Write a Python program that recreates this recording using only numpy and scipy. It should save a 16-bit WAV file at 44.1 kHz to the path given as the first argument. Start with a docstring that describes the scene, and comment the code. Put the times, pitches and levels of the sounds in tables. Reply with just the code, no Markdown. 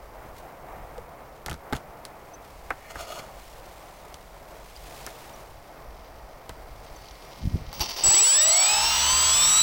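"""A small electric glider's brushless motor stutters, catches and spins up, built from sine lines and noise that
follow one shaft: the controller's whistle drifts only a little while the rotor's lines climb and fan out around it.
Before that, filtered noise makes the wind and the tall grass someone wades through; short rings and tiny impacts
make fingers that click and rub close to the microphone, among short pitched ticks. A ticking servo buzzes louder
as the model comes close, its linkage chatters, and soft low bumps each bring a short rumble."""
import sys
import numpy as np
from scipy import signal
from scipy.fft import rfft, irfft, next_fast_len
from scipy.io import wavfile
from scipy.ndimage import uniform_filter1d, map_coordinates

SR = 44100
rng = np.random.default_rng(int(sys.argv[2]) if len(sys.argv) > 2 else 0)


def wrap_up_sound(samples):
    """Save the sound to the file named by the first command line argument, as 16-bit audio."""
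    columns = np.atleast_2d(samples).T
    # keep every value between -1 and 1, then stretch to whole-number steps
    tamed = np.clip(columns, -1, 1)
    steps = np.round(tamed * 32767).astype(np.int16)
    wavfile.write(sys.argv[1], SR, steps)


N = 424241
TIME = np.arange(N) / SR  # s

# Colour tables only shape a sound; its loudness is set elsewhere.
# Wind over the field: (time [s], relative rumble level [dB], relative distant rush level [dB])
WIND = [(0.0, -53, -46.5), (0.6, -55, -43), (3.15, -55, -45), (7.3, -54.5, -45.5)]
# Colour of the far rush: (frequency [Hz], level [dB per Hz])
RUSH_COLOUR = [(70, -27), (130, -2.5), (220, -9.5), (400, -5.5), (680, 0), (1200, -7.5), (1600, -14),
               (2200, -16), (2900, -27), (4800, -39), (11000, -34), (15800, -27.5)]
# Colour of wind at the microphone: (frequency [Hz], level [dB per Hz])
RUMBLE_COLOUR = [(15, -4), (48, 3.5), (76, -6), (120, -13), (300, -44)]

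# Legs sweeping through the stems: (time of the height [s], level [dB], length [s])
STRIDES = [(.38, -51, 0.023), (2.7, -58, 0.42), (3.42, -52.5, 0.11), (3.7, -55, 0.8), (5.02, -47.5, 0.39),
           (7.17, -55.5, 0.53)]
# Colour of the swishing stems: (frequency [Hz], level [dB per Hz])
STEM_COLOUR = [(800, -20.5), (2060, -5), (5300, -9), (12500, -15), (15800, -14.5)]
STIR_DB = -63  # stems stirring between strides

# Servo buzz, louder as the model comes close: (time [s], relative level [dB])
SERVO_LEVEL = [(5.3, -71), (5.8, -63), (6.6, -64.5), (7.1, -57), (7.75, -53.5), (8.1, -45)]
# Colour of the servo's gears: (frequency [Hz], level [dB per Hz])
GEAR_COLOUR = [(1200, -48), (1900, 14.5), (2120, 16.5), (2600, 10.5), (3700, 7.5), (4700, 12), (5800, 11),
               (6600, -2), (12000, -67)]
# Small ticks of the control linkage: (time [s], relative level [dB])
LINKAGE_TICKS = [(7.0853, -30.5), (7.1099, -31.5), (7.427, -38)]
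# Colour of the linkage: (frequency [Hz], level [dB per Hz])
LINKAGE_COLOUR = [(1500, -40), (3000, 15), (6000, 13), (10000, -30)]
SING_S, SING_LENGTH_S, SING_HZ, SING_DB = 7.05, 0.21, 4520, -59.5  # the servo sings briefly on one note

# Clicks and knocks of handling: (time [s], relative level [dB], relative thud [dB], relative snap [dB])
KNOCKS = [(1.462, -23, -17, -10), (1.47, -42, -20, -8), (1.483, -23.5, -28, -21), (1.497, -29, -7.5, -8),
          (1.501, -32, -10, -10), (1.513, -24, -10.5, -15.5), (1.53, -32, -18, -9), (1.542, -33, -10, -13),
          (1.726, -17.5, -11.5, -21), (1.732, -20.5, -14.5, -15), (1.751, -31, -4, -12),
          (1.766, -31, -15, -9), (2.052, -28.5, -32, -1), (2.705, -15, -45, -28), (2.956, -25, -20.5, -28),
          (3.193, -30.5, -17, -34), (4.143, -33, -22, -5), (5.065, -25.5, -38, -9), (5.072, -29, -24, -26),
          (6.494, -26, -16.5, -14.5), (7.729, -32, -28, -11), (7.796, -27, -22, -8)]
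# Colour of the ringing camera case: (frequency [Hz], level [dB per Hz])
CASE_COLOUR = [(120, -34), (220, 2), (630, 5), (830, 8.5), (1060, 0), (1300, 7.5), (2200, -1.5),
               (3100, -16.5), (6500, -47)]
# Colour of the bright snap: (frequency [Hz], level [dB per Hz])
SNAP_COLOUR = [(1500, -10), (3500, 2.5), (6000, -0.5), (10000, -6), (15000, -15)]
# Colour of low thuds: (frequency [Hz], level [dB per Hz])
THUD_COLOUR = [(20, -13), (75, -0.5), (170, -4.5), (350, -18.5), (900, -49)]
# Short pitched ticks, as of snapping stems, and one low blip:
# (time [s], frequency [Hz], level [dB], width [s])
PITCHED_TICKS = [(0.987, 490, -33, 0.0071), (2.345, 6060, -43.5, 0.0083), (4.765, 4800, -37, 0.0017),
                 (5.343, 5770, -45.5, 0.0043), (6.964, 6170, -43.5, 0.0026)]
# Strokes of a finger over the case: (time of the height [s], level [dB], length [s])
STROKES = [(1.76, -37, 0.013), (2.912, -39, 0.0098), (3.005, -34.5, 0.027), (3.135, -37, 0.079),
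           (3.195, -36, 0.012)]
# Colour of skin on the case: (frequency [Hz], level [dB per Hz])
SKIN_COLOUR = [(150, -53), (370, 6), (470, -10), (620, 9.5), (850, -5), (1350, -1), (1700, -19),
               (2150, -18), (2700, -19), (5200, -19.5), (15000, -26)]
# Nasal colour of the light scrape: (frequency [Hz], level [dB per Hz])
NASAL_COLOUR = [(1000, -14), (2000, 0), (3000, -24)]
SCRAPE_S, SCRAPE_DB, SCRAPE_LENGTH_S = 2.89, -51, 0.11  # one light scrape leads into later strokes
SNAP_T60_S, SIZZLE_DB = 0.003, -7  # a snap is over at once and leaves a faint sizzle

# Soft low bumps: (time [s], push before the low cut [dB], width [s])
BUMPS = [(7.436, -22, 0.0027), (7.455, -13.5, 0.002), (7.476, -14, 0.0018), (7.544, -12.5, 0.0021),
         (7.557, -16.5, 0.00094), (7.62, -27, 0.0028), (7.681, -25, 0.0045), (7.81, -20.5, 0.0032),
         (8.06, -24, 0.0057), (8.087, -24, 0.0021), (9.13, -26, 0.0038)]
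BUMP_RUMBLE_DB, BUMP_RUMBLE_S = -20, 0.045  # short rumble of each bump: level against the push, length

# Rotor speed: (time [s], speed [turns a second])
SHAFT_SPEED = [(8.04, 10.5), (8.14, 23.6), (8.23, 32.2), (8.35, 40.8), (8.55, 51.1), (8.72, 60.7),
               (8.8, 63.3), (9.02, 69.5), (9.28, 78.6), (9.62, 95.2)]
# Growl of propeller and bearings: (multiple of shaft speed, level before load and wing resonance [dB])
GROWL_LINES = [(1, -41), (2, -39.5), (3, -49), (5, -50.5), (7, -53), (8, -51.5), (10, -47.5), (11, -48.5),
               (12, -48.5), (13, -35.5), (14, -35.5), (15, -45), (17, -42)]
# Resonances of the wing: (frequency [Hz], level [dB])
WING_RESONANCE = [(55, -20.5), (73, 2.5), (115, -23.5), (190, -6), (290, -12), (410, -2), (500, -19),
                  (630, 6), (710, -3.5), (880, 1), (975, -5), (1030, 0.5), (1110, -15.5), (1270, -1),
                  (1600, -15)]
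# Rate of the controller's switching, drifting down: (time [s], frequency [Hz])
SWITCHING_RATE = [(7.73, 7836), (8.05, 7820), (8.3, 7799), (9.17, 7772), (9.62, 7752)]
# The switching whistle: (time [s], level [dB])
WHISTLE_LEVEL = [(7.73, -19), (8.05, -17), (8.3, -18), (8.65, -20), (8.9, -32.5), (9.17, -22.5),
                 (9.62, -19)]
# Magnetic whine: (multiple of switching rate, multiple of shaft speed, level before the mount [dB])
WHINE_LINES = [(0, 42, -28.5), (0, 63, -37.5), (0, 84, -33), (0, 126, -38.5), (0.999, -168, -43),
               (1, -126, -42), (1, -84, -42.5), (1, -63, -39.5), (1, -42, -40), (1, -21, -37.5),
               (0.999, 14, -36.5), (1, 42, -31.5), (1, 84, -37), (1, 126, -39), (2, -42, -39)]
# How well the mount passes on sound: (frequency [Hz], level [dB])
MOUNT_RESPONSE = [(600, -21), (770, -3.5), (1100, -25.5), (1900, -8), (2800, -4), (4200, 0), (6200, 5.5),
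                  (6800, -10.5), (9300, -11.5), (11000, -24.5), (15000, -25)]
RIPPLE_DB, RIPPLE_HZ = 4, 130  # scale and spacing of the mount's many small resonances
OCTAVE_DB = -40.5  # second harmonic of the switching, once the rotor has caught
START_S, CATCH_S = 7.727, 8.036  # power on, rotor catches

# The controller jerks the rotor: (time [s], level [dB], time to die by 60 dB [s])
JERKS = [(7.726, -40.5, 1.3), (7.802, -24, 0.32), (7.887, -35, 0.46), (7.962, -34, 1.4), (8.03, -32, 1.9),
         (8.056, -37, 0.46), (8.132, -33.5, 0.7)]
# Colour of the jerking rotor: (frequency [Hz], level [dB per Hz])
STUTTER_COLOUR = [(150, -18), (370, -0.5), (550, -3), (850, 4), (1550, -10), (3000, -3), (4100, -6.5),
                  (4650, 3.5), (5850, 0), (7000, -13), (10700, -18.5), (15000, -24)]
# Thin fizz at the start of each jerk: (frequency [Hz], level [dB per Hz])
FIZZ_COLOUR = [(7000, -22), (10700, -21), (11500, 11), (15000, -8)]
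JERK_ATTACK_S = 0.004
FIZZ_DB, FIZZ_S = -10.5, 0.013  # level against the jerk, length
# Colour of the rasping airframe at speed: (frequency [Hz], level [dB per Hz])
FRAME_COLOUR = [(300, -19), (500, -24.5), (650, -11), (1000, 1), (2100, -2.5), (3000, 0.5), (5500, -2.5),
                (7200, -7.5), (10000, -27), (15000, -20)]
RASP_DB, RASP_SPEED = -26.5, 68.8  # setting at the shaft speed that rasps most (turns a second)
RASP_BELOW_DB, RASP_ABOVE_DB = 0.32, 0.07  # loss for each turn a second off that speed
WING_RASP_DB = -11.5  # share of the rasp that rings the wing
# Colour of air thrown by the propeller: (frequency [Hz], level [dB per Hz])
PROPELLER_COLOUR = [(3000, -15.0), (8000, 11.0), (11000, 2.5), (15500, -8)]
# Narrow resonances of the airframe: (frequency [Hz])
SPARS = [1040, 1278, 2763, 3080, 3650, 3990, 4540, 5720]
TOP_HZ = 15950  # upper band limit


def amp(db):
    """Turn decibels into gain."""
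    return 10 ** (np.asarray(db) / 20)


def unit(x):
    """Scale to an average strength (rms) of 1."""
    return x / np.sqrt(np.mean(x ** 2) + 1e-20)


def along(points, hz):
    """Read a (frequency, value) table on a log frequency axis."""
    f, v = np.transpose(points)
    return np.interp(np.log(np.abs(hz) + 1), np.log(f + 1), v)


def curves(rows):
    """Draw one curve over time for each column after the time."""
    s, *columns = np.transpose(rows)
    return [np.interp(TIME, s, column) for column in columns]


def wobble(rate):
    """Make a smooth random curve with the given number of random points a second."""
    coarse = TIME[::64]
    points = rng.standard_normal(int(N * rate / SR) + 4)
    return np.interp(TIME, coarse, map_coordinates(points, [coarse * rate]))


def after(s):
    """Fade from 0 to 1 in 2 ms, starting at time s."""
    return np.clip((TIME - s) * 500, 0, 1)


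def phase(hz):
    """Add up a changing frequency into a running angle."""
    return 2 * np.pi * np.cumsum(hz) / SR


def colour(x, spectrum):
    """Filter to a (frequency, level) shape without smearing sound ahead of its cause; rms 1."""
    m = 2 * next_fast_len(len(x) // 2 + 2048)
    gain = amp(along(spectrum, np.fft.rfftfreq(m, 1 / SR)))
    # folding the cepstrum forward gives the filter its minimum phase
    cepstrum = irfft(np.log(gain + 1e-6))
    cepstrum[1:m // 2] *= 2
    cepstrum[m // 2 + 1:] = 0
    response = np.exp(rfft(cepstrum))
    return unit(irfft(rfft(x, m) * response)[:len(x)])


def noise(spectrum):
    """Make smooth noise of a given colour."""
    return colour(rng.standard_normal(N), spectrum)


def grains(rate, spread_db):
    """Scatter tiny impacts of uneven size, about rate a second; rms 1."""
    size = amp(spread_db * np.clip(rng.standard_normal(N), -2, 2))
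    hits = rng.random(N) < rate / SR
    return unit(hits * size * rng.choice([-1, 1], N))


def burst(spectrum, t60):
    """Make a short ring of a given colour from noise that dies by 60 dB in t60 seconds."""
    t = np.arange(SR // 5) / SR
    return colour(rng.standard_normal(len(t)) * amp(-60 * t / t60), spectrum) / np.sqrt(len(t))


def swells(rows, rise=1, fall=1):
    """Overlap (time, level, length) gestures that each swell and ebb, adding their powers."""
    power = np.zeros(N)
    for s, db, length in rows:
        away = np.maximum((s - TIME) / rise, (TIME - s) / fall) / length
        power += amp(2 * db) * np.exp(-2 * np.minimum(away, 10) ** 1.28)
    return np.sqrt(power)


def add(track, s, sound):
    """Mix a sound into the track at time s."""
    part = track[round(s * SR):][:len(sound)]
    part += sound[:len(part)]


def pulses(angle):
    """Give one click for each full turn of an angle; rms 1."""
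    return unit(np.diff(np.floor(angle / (2 * np.pi)), prepend=0))


def field():
    """Light wind rumbles at the microphone under the far rush of the open land."""
    rumble_db, rush_db = curves(WIND)
    rumble = amp(rumble_db + 4.0 + 3.0 * wobble(7)) * noise(RUMBLE_COLOUR)
    rush = amp(rush_db - 2.0 + 1.5 * wobble(8.3)) * noise(RUSH_COLOUR)
    return rumble + rush


def grass():
    """Stems swish against the legs at each stride, in little clumps as each one springs back."""
    clumps = amp(1.9 * wobble(180) + wobble(30))
    sweep = np.hypot(swells(STRIDES), amp(STIR_DB))
    return sweep * colour(clumps * rng.standard_normal(N), STEM_COLOUR)


def servo(ring_db=-13):
    """The servo's motor ticks fast and is nudged once per control frame; two overtones of the frame sing."""
    tick_hz, frame_hz = 237.2, 47.05
    fast_ticks = pulses(phase(tick_hz * (1 + 0.0005 * wobble(4))))
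    nudges = pulses(phase(frame_hz * (1 + 0.0005 * wobble(4))))
    drive = fast_ticks + 0.55 * nudges + 0.12 * rng.standard_normal(N)
    ring = np.zeros(N)
    for overtone in (45, 100):
        ring += amp(ring_db + 4.0 * wobble(5.3)) * np.sin(2 * np.pi * overtone * frame_hz * TIME)
    return amp(curves(SERVO_LEVEL)[0]) * (colour(drive, GEAR_COLOUR) + ring)


def linkage(tick_db=8, chatter_db=-5):
    """As the servo moves, its linkage chatters and ticks and one note swells and fades."""
    swell = np.exp(-((TIME - SING_S) / SING_LENGTH_S) ** 2)
    note = np.sin(phase(SING_HZ * (1 + 0.002 * wobble(120))))
    out = amp(SING_DB + 2 * wobble(30)) * swell * note
    contacts = grains(rate=28, spread_db=-0.5)
    chatter = unit(signal.fftconvolve(contacts, burst(LINKAGE_COLOUR, t60=0.024))[:N])
    out += amp(curves(SERVO_LEVEL)[0] + chatter_db) * chatter
    for s, db in LINKAGE_TICKS:
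        add(out, s, amp(db + tick_db) * burst(LINKAGE_COLOUR, t60=0.023))
    return out


def handling():
    """Fingers click and rub at the case, among short pitched ticks."""
    return pitched_ticks() + knocks() + rubbing()


def pitched_ticks():
    """Each tick is a brief, unsteady tone that starts with a tiny crack."""
    out = np.zeros(N)
    for s, hz, db, width in PITCHED_TICKS:
        tone = np.sin(phase(hz * (1 + 0.022 * wobble(300))))
        out += amp(db) * np.exp(-((TIME - s) / width) ** 2) * tone
        add(out, s - width, 2 * amp(db) * burst(SNAP_COLOUR, t60=2 * width))
    return out


def knocks():
    """Each knock rings the case, with a bright snap and a low thud."""
    out = np.zeros(N)
    for s, db, thud_db, snap_db in KNOCKS:
        snap_share = np.clip(amp(snap_db + 8.0), 0, 0.95)
        ring = burst(CASE_COLOUR, t60=0.075) + 0.8 * burst(CASE_COLOUR, t60=0.027)
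        snap = burst(SNAP_COLOUR, t60=SNAP_T60_S) + amp(SIZZLE_DB) * burst(SNAP_COLOUR, t60=0.078)
        thud = amp(thud_db + 14.5) * burst(THUD_COLOUR, t60=0.084)
        knock = np.sqrt(1 - snap_share ** 2) * ring + snap_share * snap + thud
        add(out, s, amp(db + 15.0) * knock)
    return out


def rubbing():
    """A finger rubs in tiny slips, each followed by a short ring."""
    slips = grains(rate=1200, spread_db=4)
    slips = slips + 2 * unit(signal.fftconvolve(slips, burst(STEM_COLOUR, t60=0.055))[:N])
    scrape = swells([(SCRAPE_S, SCRAPE_DB, SCRAPE_LENGTH_S)]) * colour(slips, NASAL_COLOUR)
    return scrape + swells(STROKES) * colour(slips, SKIN_COLOUR)


def bumps():
    """Soft low bumps push once and swing back, each with a short rumble."""
    out = np.zeros(N)
    t = np.arange(SR // 10) / SR - 1 / 20
    for s, db, width in BUMPS:
        add(out, s - 1 / 20, amp(db) * np.exp(-(t / width) ** 2))
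    rumbles = [(s, db + BUMP_RUMBLE_DB, BUMP_RUMBLE_S) for s, db, _ in BUMPS]
    out += swells(rumbles, rise=0.7, fall=0.96) * noise(THUD_COLOUR)
    # cutting the lows makes each push swing back
    return signal.sosfilt(signal.butter(2, 28, "high", fs=SR, output="sos"), out)


def motor():
    """Growl, whine, rattle and controller whistle share one shaft or one switching clock."""
    speed = uniform_filter1d(curves(SHAFT_SPEED)[0], size=2000)
    # the slow rotor lurches; inertia steadies it as it speeds up
    speed = speed + 9 / speed * wobble(400)
    turn = phase(speed)
    switch_hz = curves(SWITCHING_RATE)[0]
    chop = phase(switch_hz)
    running = growl(speed, turn) + whine(speed, turn, switch_hz, chop) + whistle(chop)
    # the octave is weaker while the rotor is only nudged
    octave = line(2 * chop, OCTAVE_DB - 9 * (1 - after(CATCH_S)))
    return after(CATCH_S) * running + after(START_S) * (rattle(speed, turn) + octave)


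def line(angle, db):
    """Make one sine line with an unsteady level and a random starting angle."""
    level = np.sqrt(2) * amp(db + 1.8 * wobble(14) + 1.6 * wobble(110))
    return level * np.sin(angle + rng.uniform(0, 2 * np.pi))


def rattle(speed, turn):
    """Loose jerks give way to a rasp that follows the shaft, while the propeller throws more air."""
    shake = jerks(turn) + after(CATCH_S) * rasp(speed, turn)
    return airframe(shake) + fizz() + propeller_air(speed)


def jerks(turn):
    """The controller kicks the rotor into rough, dying rattles; after the catch, passing magnets tug too."""
    kicks = np.zeros(N)
    for s, db, t60 in JERKS:
        attack = np.clip((TIME - s) / JERK_ATTACK_S, 0, 1)
        kicks += attack * amp(db - 60 * np.maximum(TIME - s, 0) / t60)
    # one tug as each of 14 magnets passes
    tugs = after(CATCH_S) * pulses(14 * turn) * amp(2.1 * wobble(200))
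    rough = grains(rate=1000, spread_db=2) + 0.5 * rng.standard_normal(N) + 0.7 * tugs
    return kicks * colour(rough, STUTTER_COLOUR)


def airframe(x, q=45, ring_db=1):
    """The spars and skin pick out their own narrow resonances; the overall level is kept."""
    ring = sum(signal.lfilter(*signal.iirpeak(hz, q, fs=SR), x) for hz in SPARS)
    return unit(x + amp(ring_db) * ring) * np.std(x)


def fizz():
    """A thin, high hiss swells briefly at the start of each jerk."""
    puffs = [(s + FIZZ_S, db + FIZZ_DB, FIZZ_S) for s, db, _ in JERKS]
    return swells(puffs, rise=0.56, fall=1) * noise(FIZZ_COLOUR)


def propeller_air(speed):
    """The propeller throws hissing air, 13.3 dB louder for each doubling of shaft speed."""
    return amp(-37.0 + 13.3 * np.log2(speed / 70)) * noise(PROPELLER_COLOUR)


def growl(speed, turn):
    """The growl builds as the propeller takes up load; each line swells as it crosses a wing resonance."""
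    load = np.minimum(speed / 55, 1) ** 5
    return load * sum(line(k * turn, db + along(WING_RESONANCE, k * speed)) for k, db in GROWL_LINES)


def whistle(chop):
    """The controller chops the current at its switching rate, heard as a nearly steady pitch."""
    level_db = curves(WHISTLE_LEVEL)[0] + 0.33 * wobble(40)
    return np.sqrt(2) * amp(level_db) * np.sin(chop)


def whine(speed, turn, switch_hz, chop):
    """Each commutation (switch between coils) modulates the chopping and shakes the mount."""
    ripple = RIPPLE_DB * rng.uniform(-1.3, 1, int(SR / RIPPLE_HZ))
    out = np.zeros(N)
    for m, k, db in WHINE_LINES:
        hz = m * switch_hz + k * speed
        # lines flicker as they sweep across the small resonances
        ripple_db = np.interp(np.abs(hz) / RIPPLE_HZ, np.arange(len(ripple)), ripple)
        out += line(m * chop + k * turn, db + along(MOUNT_RESPONSE, hz) + ripple_db)
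    return out


def rasp(speed, turn):
    """Bearing scrape and noise pulse with the commutation and ring the frame and the wing."""
    # the same uneven bearing track comes round on every turn
    track = signal.resample(rng.standard_normal(400), 8192)
    place = turn / (2 * np.pi) % 1 * len(track)
    scrape = unit(map_coordinates(track, [place], order=1))
    commutation = 42 * turn
    pulsing = 1 + 0.5 * np.cos(commutation) + 0.83 * np.cos(commutation / 2)
    frame = colour(pulsing * (0.5 * scrape + rng.standard_normal(N)), FRAME_COLOUR)
    loss_db = np.maximum(RASP_BELOW_DB * (RASP_SPEED - speed), RASP_ABOVE_DB * (speed - RASP_SPEED))
    return amp(RASP_DB - loss_db) * (frame + amp(WING_RASP_DB) * colour(frame, WING_RESONANCE))


def scene():
    """Add up all the sources in an open field, with no echoes."""
    return (field() + grass() + servo() + linkage() + handling() + bumps() + motor())[None]


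def record(dry):
    """The camera keeps nothing above its band limit."""
    m = next_fast_len(N + 8192)
    keep = np.fft.rfftfreq(m, 1 / SR) < TOP_HZ
    return irfft(rfft(dry, m) * keep, m)[..., :N]


dry = scene()
out = record(dry)
wrap_up_sound(out)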